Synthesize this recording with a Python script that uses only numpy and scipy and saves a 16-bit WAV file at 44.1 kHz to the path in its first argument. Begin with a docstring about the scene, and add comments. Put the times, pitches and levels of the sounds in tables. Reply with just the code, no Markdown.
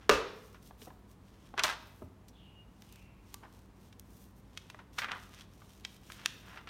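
"""Leafing through a thick textbook

A thick textbook lies on a wooden table in a quiet room. A block of pages drops open with a thud: filtered
noise bursts over ringing modes. Single leaves snap and flap down, each buckle a short noise burst coloured
as paper. Fingers tap, rub and slide over the paper: soft bursts, swelling noise and faint whistles.
The room adds a rumble, a wavering hum and diffuse echoes.
"""
import sys
import numpy as np
from scipy import signal
from scipy.fft import rfft, irfft
from scipy.io import wavfile
from scipy.ndimage import uniform_filter1d

SR = 44100
rng = np.random.default_rng(int(sys.argv[2]) if len(sys.argv) > 2 else 0)


def master(y):
    """Save y as 16-bit WAV."""
    cut = np.clip(np.atleast_2d(y).T, -1, 1)
    pcm = np.round(cut * 32767)  # scale
    wavfile.write(sys.argv[1], SR, pcm.astype(np.int16))


N = 295320
TIME = np.arange(N) / SR

# Blows of the page block as it lands and settles:
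# start_s, level_db (relative, the slap has its own trim), decay_s
BLOCK_BLOWS = [(0.0927, -21, 0.0017), (0.0942, -2, 0.0029), (0.0990, -8, 0.00091), (0.111, -10.5, 0.012),
               (0.125, -17.5, 0.0087), (0.134, -12, 0.031)]
# Paper slides under a finger or over paper:
# loudest_s, length_s, level_db, treble_slope_db_per_octave (its brightness)
PAPER_STROKES = [ (0.013, 0.35, -62, -12), (0.45, 0.42, -67.5, -1), (0.666, 0.1, -61.5, -1.5),
                 (0.846, .13, -59.5, -1.5), (0.88, 0.42, -74, 6), (1.115, 0.092, -70.5, -1),
                 (1.281, 0.13, -71.5, -6), (1.45, .28, -67.5, -7), (1.916, 0.46, -70, 24),
                 (2.908, 0.39, -67.5, -4), (3.328, .22, -68.5, -4.5), (3.452, 0.055, -54.5, -17.5),
                 (3.56, 0.29, -71, -2.5), (3.85, 0.22, -71, -3.5), (4.20, .29, -64.5, 1),
                 (4.386, .06, -68, 2), (4.656, 0.45, -69, -6), (5.002, .14, -56, -4),
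                 (5.119, .28, -51.5, -14), (5.239, .36, -64.5, -4), (5.383, 0.16, -58.5, -8),
                 (5.708, 0.43, -65.5, -4), (5.931, 0.15, -63.5, -3.5), (6.12, 0.17, -56.5, -4.5),
                 (6.21, .16, -56, -10.5), (6.384, 0.86, -68, -1), (6.55, .26, -53.5, -13.5)]


def from_db(db):
    """Turn decibels into an amplitude factor."""
    return 10 ** (np.asarray(db) / 20)


def rms_one(x):
    """Scale a signal to rms 1."""
    return x / np.sqrt(np.mean(x ** 2) + 1e-20)


def bins(size):
    """Frequencies in Hz of a spectrum of that many samples, at least 1 Hz."""
    return np.maximum(np.arange(size // 2 + 1) * SR / size, 1)


def at_hz(points, hz):
    """Read a table on a log-frequency axis."""
    table_hz, values = np.array(points).T
    return np.interp(np.log(hz), np.log(table_hz), values)


def add(out, start_s, x):
    """Mix x into out at a time."""
    start = int(round(start_s * SR))
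    out[start:start + len(x)] += x[:N - start]


def coloured(x, spectrum):
    """Give a steady sound its spectrum, at rms 1."""
    return rms_one(irfft(rfft(x) * from_db(at_hz(spectrum, bins(N))), N))


def drift(rate_hz):
    """Slow random wandering, spread 1."""
    return rms_one(irfft(rfft(rng.standard_normal(N)) / (1 + (bins(N) / rate_hz) ** 2), N))


def burst(colour_db, decay_s, grain_hz):
    """A dying cluster of tiny impacts through a causal filter; as much energy as 5 ms at rms 1."""
    size = 2 * (len(colour_db) - 1)
    dying_noise = rng.standard_normal(size) * np.exp(-TIME[:size] / max(decay_s, 1e-4))
    impacts = rfft(dying_noise)
    # Even out the noise's own spectrum, averaged over grain_hz, so the wanted colour prevails
    spread = uniform_filter1d(abs(impacts) ** 2, max(int(grain_hz * size / SR), 1))
    cepstrum = irfft(np.log(from_db(colour_db) / np.sqrt(spread + 1e-12)))
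    # Minimum phase: nothing sounds before the blow
    cepstrum[1:size // 2] *= 2
    cepstrum[size // 2 + 1:] = 0
    x = irfft(impacts * np.exp(rfft(cepstrum)))
    return x * np.sqrt(.005 * SR / np.sum(x ** 2))


def paper_colour(hz, peak_hz, slope_db, bass_slope_db, ripple_db, knee_octaves=0.28):
    """A hill set by the sharpness of the contact; each new bend of the sheet shifts its resonances."""
    # Colour shared by all the paper: pitch_hz, level_db
    leaf_colour = [(200, 1), (600, -2), (1000, 2.5), (1600, 3), (2200, 1.5), (3300, 5.5), (4700, 2.5),
                   (5800, 6.5), (7600, 2), (9000, 4.5), (10200, 0.5), (14000, 5), (16000, -2.5)]
    octaves_below = np.minimum(np.log2(hz / peak_hz) + knee_octaves, 0)
    below = np.maximum(bass_slope_db * octaves_below, -22)
    above = slope_db * np.log2(1 + (hz / peak_hz) ** 4) / 4
    knots = np.linspace(0, np.sqrt(SR / 2), 110)   # evenly spaced on a square-root axis
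    ripple = ripple_db * np.interp(np.sqrt(hz), knots, rng.standard_normal(len(knots)))
    return at_hz(leaf_colour, hz) + below + above + ripple


def contacts(rows, bass_slope_db, ripple_db, grain_hz, graze_db):
    """Short blows on paper, each with a colour of its own; the paper grazes just before it gives way."""
    out, hz = np.zeros(N), bins(size=8192)
    for start_s, level_db, peak_hz, slope_db, decay_s in rows:
        colour_db = paper_colour(hz, peak_hz, slope_db, bass_slope_db, ripple_db)
        graze = burst(colour_db, .006, grain_hz)[:SR // 50][::-1]   # reversed: 20 ms of swelling
        add(out, start_s - len(graze) / SR, from_db(level_db + graze_db) * graze)
        add(out, start_s, from_db(level_db) * burst(colour_db, decay_s, grain_hz))
    return out


def room_tone(air_level_db=-59.5, waver=1.0):
    """Ventilation rumble as coloured noise, with a few hum lines of wavering phase (waver in radians)."""
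    # Rumble spectrum: pitch_hz, relative level_db per Hz
    air_spectrum = [(20, -35), (30, -14), (45, 1.5), (60, -3), (78, -4), (120, -1.5), (160, -4), (240, -5),
                    (620, -17), (1050, -17.5), (1300, -22.5), (4900, -36), (10400, -40), (16000, -43)]
    # Hum lines: pitch_hz, level_db (rms)
    hum_lines = [(58, -64), (97.4, -66), (194, -67.5), (238, -80)]
    hum = np.zeros(N)
    for hz, level_db in hum_lines:
        phase = 2 * np.pi * hz * TIME + waver * drift(rate_hz=4)
        hum += from_db(level_db) * np.sqrt(2) * np.sin(phase)
    return hum + from_db(air_level_db) * coloured(rng.standard_normal(N), air_spectrum)


def room(x, first_echo_s=0.0015, build_s=0.0024, dull_hz=9000):
    """Diffuse echoes, dense and even in colour, with a decay time of their own in each band."""
    # Time to die by 60 dB: pitch_hz, t60_s
    echo_decay = [(100, .55), (450, 0.69), (1500, 0.66), (5000, 0.64), (9000, 0.32), (16000, 0.41)]
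    t, hz, tail = TIME[:SR], bins(SR), np.zeros(SR)
    edges = np.geomspace(60, 18000, 11)
    for low, high in zip(edges, edges[1:]):
        band_filter = signal.butter(2, [low, high], "band", fs=SR, output="sos")
        band = signal.sosfilt(band_filter, rng.standard_normal(SR))
        t60_s = at_hz(echo_decay, np.sqrt(low * high))
        tail += band * np.exp(-np.log(1000) * t / t60_s)
    spectrum = rfft(tail)
    unevenness = np.sqrt(uniform_filter1d(abs(spectrum) ** 2, size=90) + 1e-3)
    tail = irfft(spectrum / unevenness / np.hypot(1, hz / dull_hz), SR)
    tail *= np.clip((t - first_echo_s) / build_s, 0, 1)
    tail = tail[:SR * 3 // 4]
    return signal.fftconvolve(x, tail / np.sqrt(np.sum(tail ** 2)))[:N]


def whistle(tone_width_hz=8.9, rush_width_hz=380.0):
    """A faint sliding whistle: noise in a broad sinking resonance, out of which a thin tone rises briefly."""
    # start_s, rush_rise_s, rush_settles_hz, rush_level_db, tone_pitch_hz, tone_level_db
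    whistle_slides = [(2.325, 0.082, 2804, -66.5, 2860, -61), (2.85, 0.12, 2420, -68.5, 2730, -68.5)]
    tone_delay_s, tone_swell_s, tone_sag_hz_per_s = .225, 0.067, 99
    rush_settle_s, rush_start_sharp = 0.099, .27   # the rush starts this share too high
    out, t = np.zeros(N), TIME[:SR]
    tone_swell = np.exp(-abs(t - tone_delay_s) / tone_swell_s)
    for start_s, rise_s, rush_hz, rush_db, tone_hz, tone_db in whistle_slides:
        rush_swell = t / rise_s * np.exp(1 - t / rise_s)
        rush_glide = rush_hz * (1 + rush_start_sharp * np.exp(-t / rush_settle_s))
        tone_glide = tone_hz - tone_sag_hz_per_s * (t - tone_delay_s)
        rush = rush_glide, from_db(rush_db) * rush_swell, rush_width_hz
        tone = tone_glide, from_db(tone_db) * tone_swell, tone_width_hz
        for hz, gain, width_hz in (rush, tone):
            phase = 2 * np.pi * np.cumsum(hz) / SR
            # Two independent drifts on cosine and sine make a narrow band of noise
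            in_phase = drift(width_hz)[:SR] * np.cos(phase)
            quadrature = drift(width_hz)[:SR] * np.sin(phase)
            add(out, start_s, gain * (in_phase + quadrature))
    return out


def stroke_hz(slope_db):
    """A brighter stroke also peaks higher: 5100 Hz at slope 0, an octave per 8.5 dB of slope."""
    return 5100 * 2 ** (slope_db / 8.5)


def rubbing(catches_per_s=220, grain_share=0.75, flutter_db=1.56, bass_slope_db=2.5, ripple_db=-0.4,
            roundness=0.72, rise_share=0.56):
    """Paper fibres catch and let go: small clicks on a smooth rush that swells and fades with each stroke."""
    out, t, hz = np.zeros(N), TIME[:SR], bins(SR)
    for loudest_s, length_s, level_db, slope_db in PAPER_STROKES:
        start_s = max(loudest_s - rise_share * length_s, 0)   # rise_share: part spent speeding up
        end_s = loudest_s + (1 - rise_share) * length_s
        catches = (rng.random(SR) < catches_per_s / SR) * rng.standard_normal(SR)
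        fibres = rng.standard_normal(SR) + grain_share * rms_one(catches)
        colour_db = paper_colour(hz, stroke_hz(slope_db), slope_db, bass_slope_db, ripple_db)
        rush = irfft(rfft(fibres) * from_db(colour_db), SR)
        speed = np.interp(start_s + t, [start_s, loudest_s, end_s], [0, 1, 0])
        add(out, start_s, from_db(level_db) * rms_one(rush) * speed ** roundness)
    return out * from_db(flutter_db * drift(rate_hz=25))   # uneven pressure


def ticks(ticks_per_s=5.0, over_stroke_db=0.5, decay_s=.002):
    """A sliding finger snags by chance around mid-stroke; loudness and brightness follow the stroke."""
    rows = []
    for loudest_s, length_s, level_db, slope_db in PAPER_STROKES:
        draws = rng.random(size=(6, 2))
        for chance, place in draws:
            if chance < ticks_per_s * length_s / len(draws):
                tick_s = loudest_s + (place - .5) * length_s / 2
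                rows.append((tick_s, level_db + over_stroke_db, stroke_hz(slope_db), slope_db, decay_s))
    first_blow_s = BLOCK_BLOWS[0][0]
    return [row for row in rows if first_blow_s < row[0] < N / SR]


def finger_taps(treble_slope_db=-16.0):
    """Fingers or leaves land on the book: soft contacts whose treble falls steeply per octave."""
    # start_s, level_db, strongest_hz, decay_s
    tap_events = [(0.109, -33, 70, 0.041), (0.7094, -49.5, 887, 0.0015), (0.8188, -49, 400, 0.0036),
                  (0.8720, -43, 570, 0.0075), (0.9040, -50.5, 964, .003), (1.5400, -42, 754, 0.0028),
                  (1.5783, -41, 725, .013), (1.6374, -30, 824, 0.013), (2.0200, -41, 414, 0.0046),
                  (2.0300, -41, 150, 0.042), (3.3430, -48.5, 1180, 0.0019), (3.434, -48, 1026, 0.0074),
                  (4.7461, -47.5, 1290, 0.00078), (5.619, -53, 1376, 0.006)]
    rows = [(s, level_db, hz, treble_slope_db, decay_s) for s, level_db, hz, decay_s in tap_events]
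    return contacts(rows, bass_slope_db=6.5, ripple_db=5.0, grain_hz=305.3, graze_db=-19.5)


def flurries(gap_s=.012, decay_s=.009, scatter_db=1.5):
    """A bent leaf swings over and settles in a quick uneven run of buckles that tend to weaken and dull."""
    # start_s, length_s, first_level_db, strongest_hz, treble_slope_db_per_octave
    flurry_runs = [(0.545, 0.026, -51, 1490, -12), (1.583, 0.044, -30.5, 1480, -14.5),
                   (1.6405, .095, -27, 1570, -8.5), (4.79, .03, -48.5, 1400, -15.5),
                   (4.9826, .018, -33, 1980, -21), (5.0183, 0.044, -33, 2130, -20.5),
                   (5.0856, 0.021, -36, 2250, -27), (5.111, 0.068, -37.5, 1800, -20),
                   (6.5736, .02, -41.5, 2150, -20), (6.673, 0.015, -46.5, 2050, -16)]
    # Change over the whole run: level, pitch, treble slope per octave
    fade_db, sink_octaves, dulling_db = 11.5, .1, 3.5
    rows = []
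    for start_s, length_s, level_db, peak_hz, slope_db in flurry_runs:
        slips, sizes = rng.uniform(-.3, .3, size=24), rng.standard_normal(size=24)
        for k, (slip, size) in enumerate(zip(slips, sizes)):
            after_s = gap_s * (k + slip * (k > 0))   # the first buckle is on time
            done = after_s / length_s
            if done < 1:
                buckle_db = level_db - fade_db * done + scatter_db * size
                buckle_hz = peak_hz / 2 ** (sink_octaves * done)
                rows.append((start_s + after_s, buckle_db, buckle_hz, slope_db - dulling_db * done, decay_s))
    return [row for row in rows if row[0] < N / SR]


def leaf_snaps():
    """Leaves buckle or slap down as crisp blows, joined by the flurries and the finger ticks."""
    # start_s, level_db, strongest_hz, treble_slope_db_per_octave, decay_s
    snap_events = [ (0.8180, -52, 3056, -15, 0.0044), (1.5780, -33, 1690, -13.5, 0.0022),
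                   (1.5935, -25, 2850, -17, 0.0042), (1.6357, -24.5, 4880, -13, 0.0031),
                   (1.6990, -35.5, 1870, -13, .015), (2.2830, -55.5, 4540, -4, .008),
                   (2.8210, -54.5, 2500, -5, 0.0019), (2.9245, -55.5, 4050, 0, 0.0022),
                   (2.9585, -58, 3000, -4, .0013), (3.3425, -42, 3800, -3, 0.0011),
                   (3.9270, -56.5, 2490, -9.5, 0.0041), (3.9963, -49.5, 4000, 2, .001),
                   (4.5745, -39, 3780, -14.5, 0.0024), (4.7005, -45.5, 1560, -7.5, 0.0024),
                   (4.9855, -30, 2200, -10, 0.0096), (5.0447, -34, 2100, -18, 0.0035),
                   (5.1175, -35, 2830, -18.5, 0.0015), (5.4095, -50, 4170, -15.5, .002),
                   (5.8495, -35.5, 3900, -18.5, 0.0026), (6.1010, -45, 1800, -19, 0.0037),
                   (6.1206, -46.5, 3000, -7.5, 0.0011), (6.2597, -24.5, 3050, -10.5, 0.00047),
                   (6.6895, -41.5, 2970, -22, 0.0025)]
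    rows = snap_events + flurries() + ticks()
    return contacts(rows, bass_slope_db=7.0, ripple_db=2.5, grain_hz=500, graze_db=-20.5)


def book_ring(ring_db=-1.5):
    """The main blow sets book and table ringing; neighbouring modes swing in opposite directions."""
    # Decaying modes: pitch_hz, level_db (before the ring_db trim), t60_s
    ring_modes = [(151.3, -44.5, 0.52), (221, -32.5, 0.19), (291, -33, 0.42), (444, -29, 0.22),
                  (501, -11, .05), (578, -25, .26), (957, -38.5, 0.22), (1158, -27.5, .27), (1210, -22, .3),
                  (1488, -31.5, .17), (1553, -30.5, 0.21), (1724, -27.5, 0.15), (2614, -31, 0.34),
                  (2790, -32.5, .22), (3250, -38.5, .15)]
    out, t = np.zeros(N), TIME[:SR]
    main_blow_s = BLOCK_BLOWS[1][0]
    for k, (hz, level_db, t60_s) in enumerate(ring_modes):
        gain = (-1) ** k * from_db(ring_db + level_db)
        fade = np.exp(-np.log(1000) * t / t60_s)
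        add(out, main_blow_s, gain * fade * np.cos(2 * np.pi * hz * t))
    return out


def slap(slap_db=-12.0):
    """The block of pages comes down in a few quick blows that squeeze out air and paper noise."""
    # Spectrum of each blow: pitch_hz, relative level_db per Hz
    slap_colour = [(40, -36.5), (110, -24), (280, -13), (440, 6), (750, -9), (1230, -2), (2100, -10),
                   (3300, -12), (4600, -17), (5600, -15.5), (8500, -28.5), (16000, -38)]
    out = np.zeros(N)
    colour_db = at_hz(slap_colour, bins(size=8192))
    for start_s, level_db, decay_s in BLOCK_BLOWS:
        add(out, start_s, from_db(slap_db + level_db) * burst(colour_db, decay_s, grain_hz=250))
    return out


def scene(block_room_db=-10.5, leaf_room_db=-16.0, tap_room_db=-12.0, rub_room_db=-13.0):
    """Book and hands are close; the room answers slap, leaves, taps and rubbing faintly."""
    background = room_tone() + whistle()
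    rubs, taps, leaves, block = rubbing(), finger_taps(), leaf_snaps(), slap()
    to_room = from_db(block_room_db) * block + from_db(leaf_room_db) * leaves
    to_room += from_db(tap_room_db) * taps + from_db(rub_room_db) * rubs
    return (background + room(to_room) + rubs + taps + leaves + book_ring() + block)[None]


def record(dry):
    """The top is cut steeply above 15.9 kHz."""
    low_pass = signal.ellip(10, .1, 80, 15900, fs=SR, output="sos")
    return signal.sosfilt(low_pass, dry)


dry = scene()
out = record(dry)
master(out)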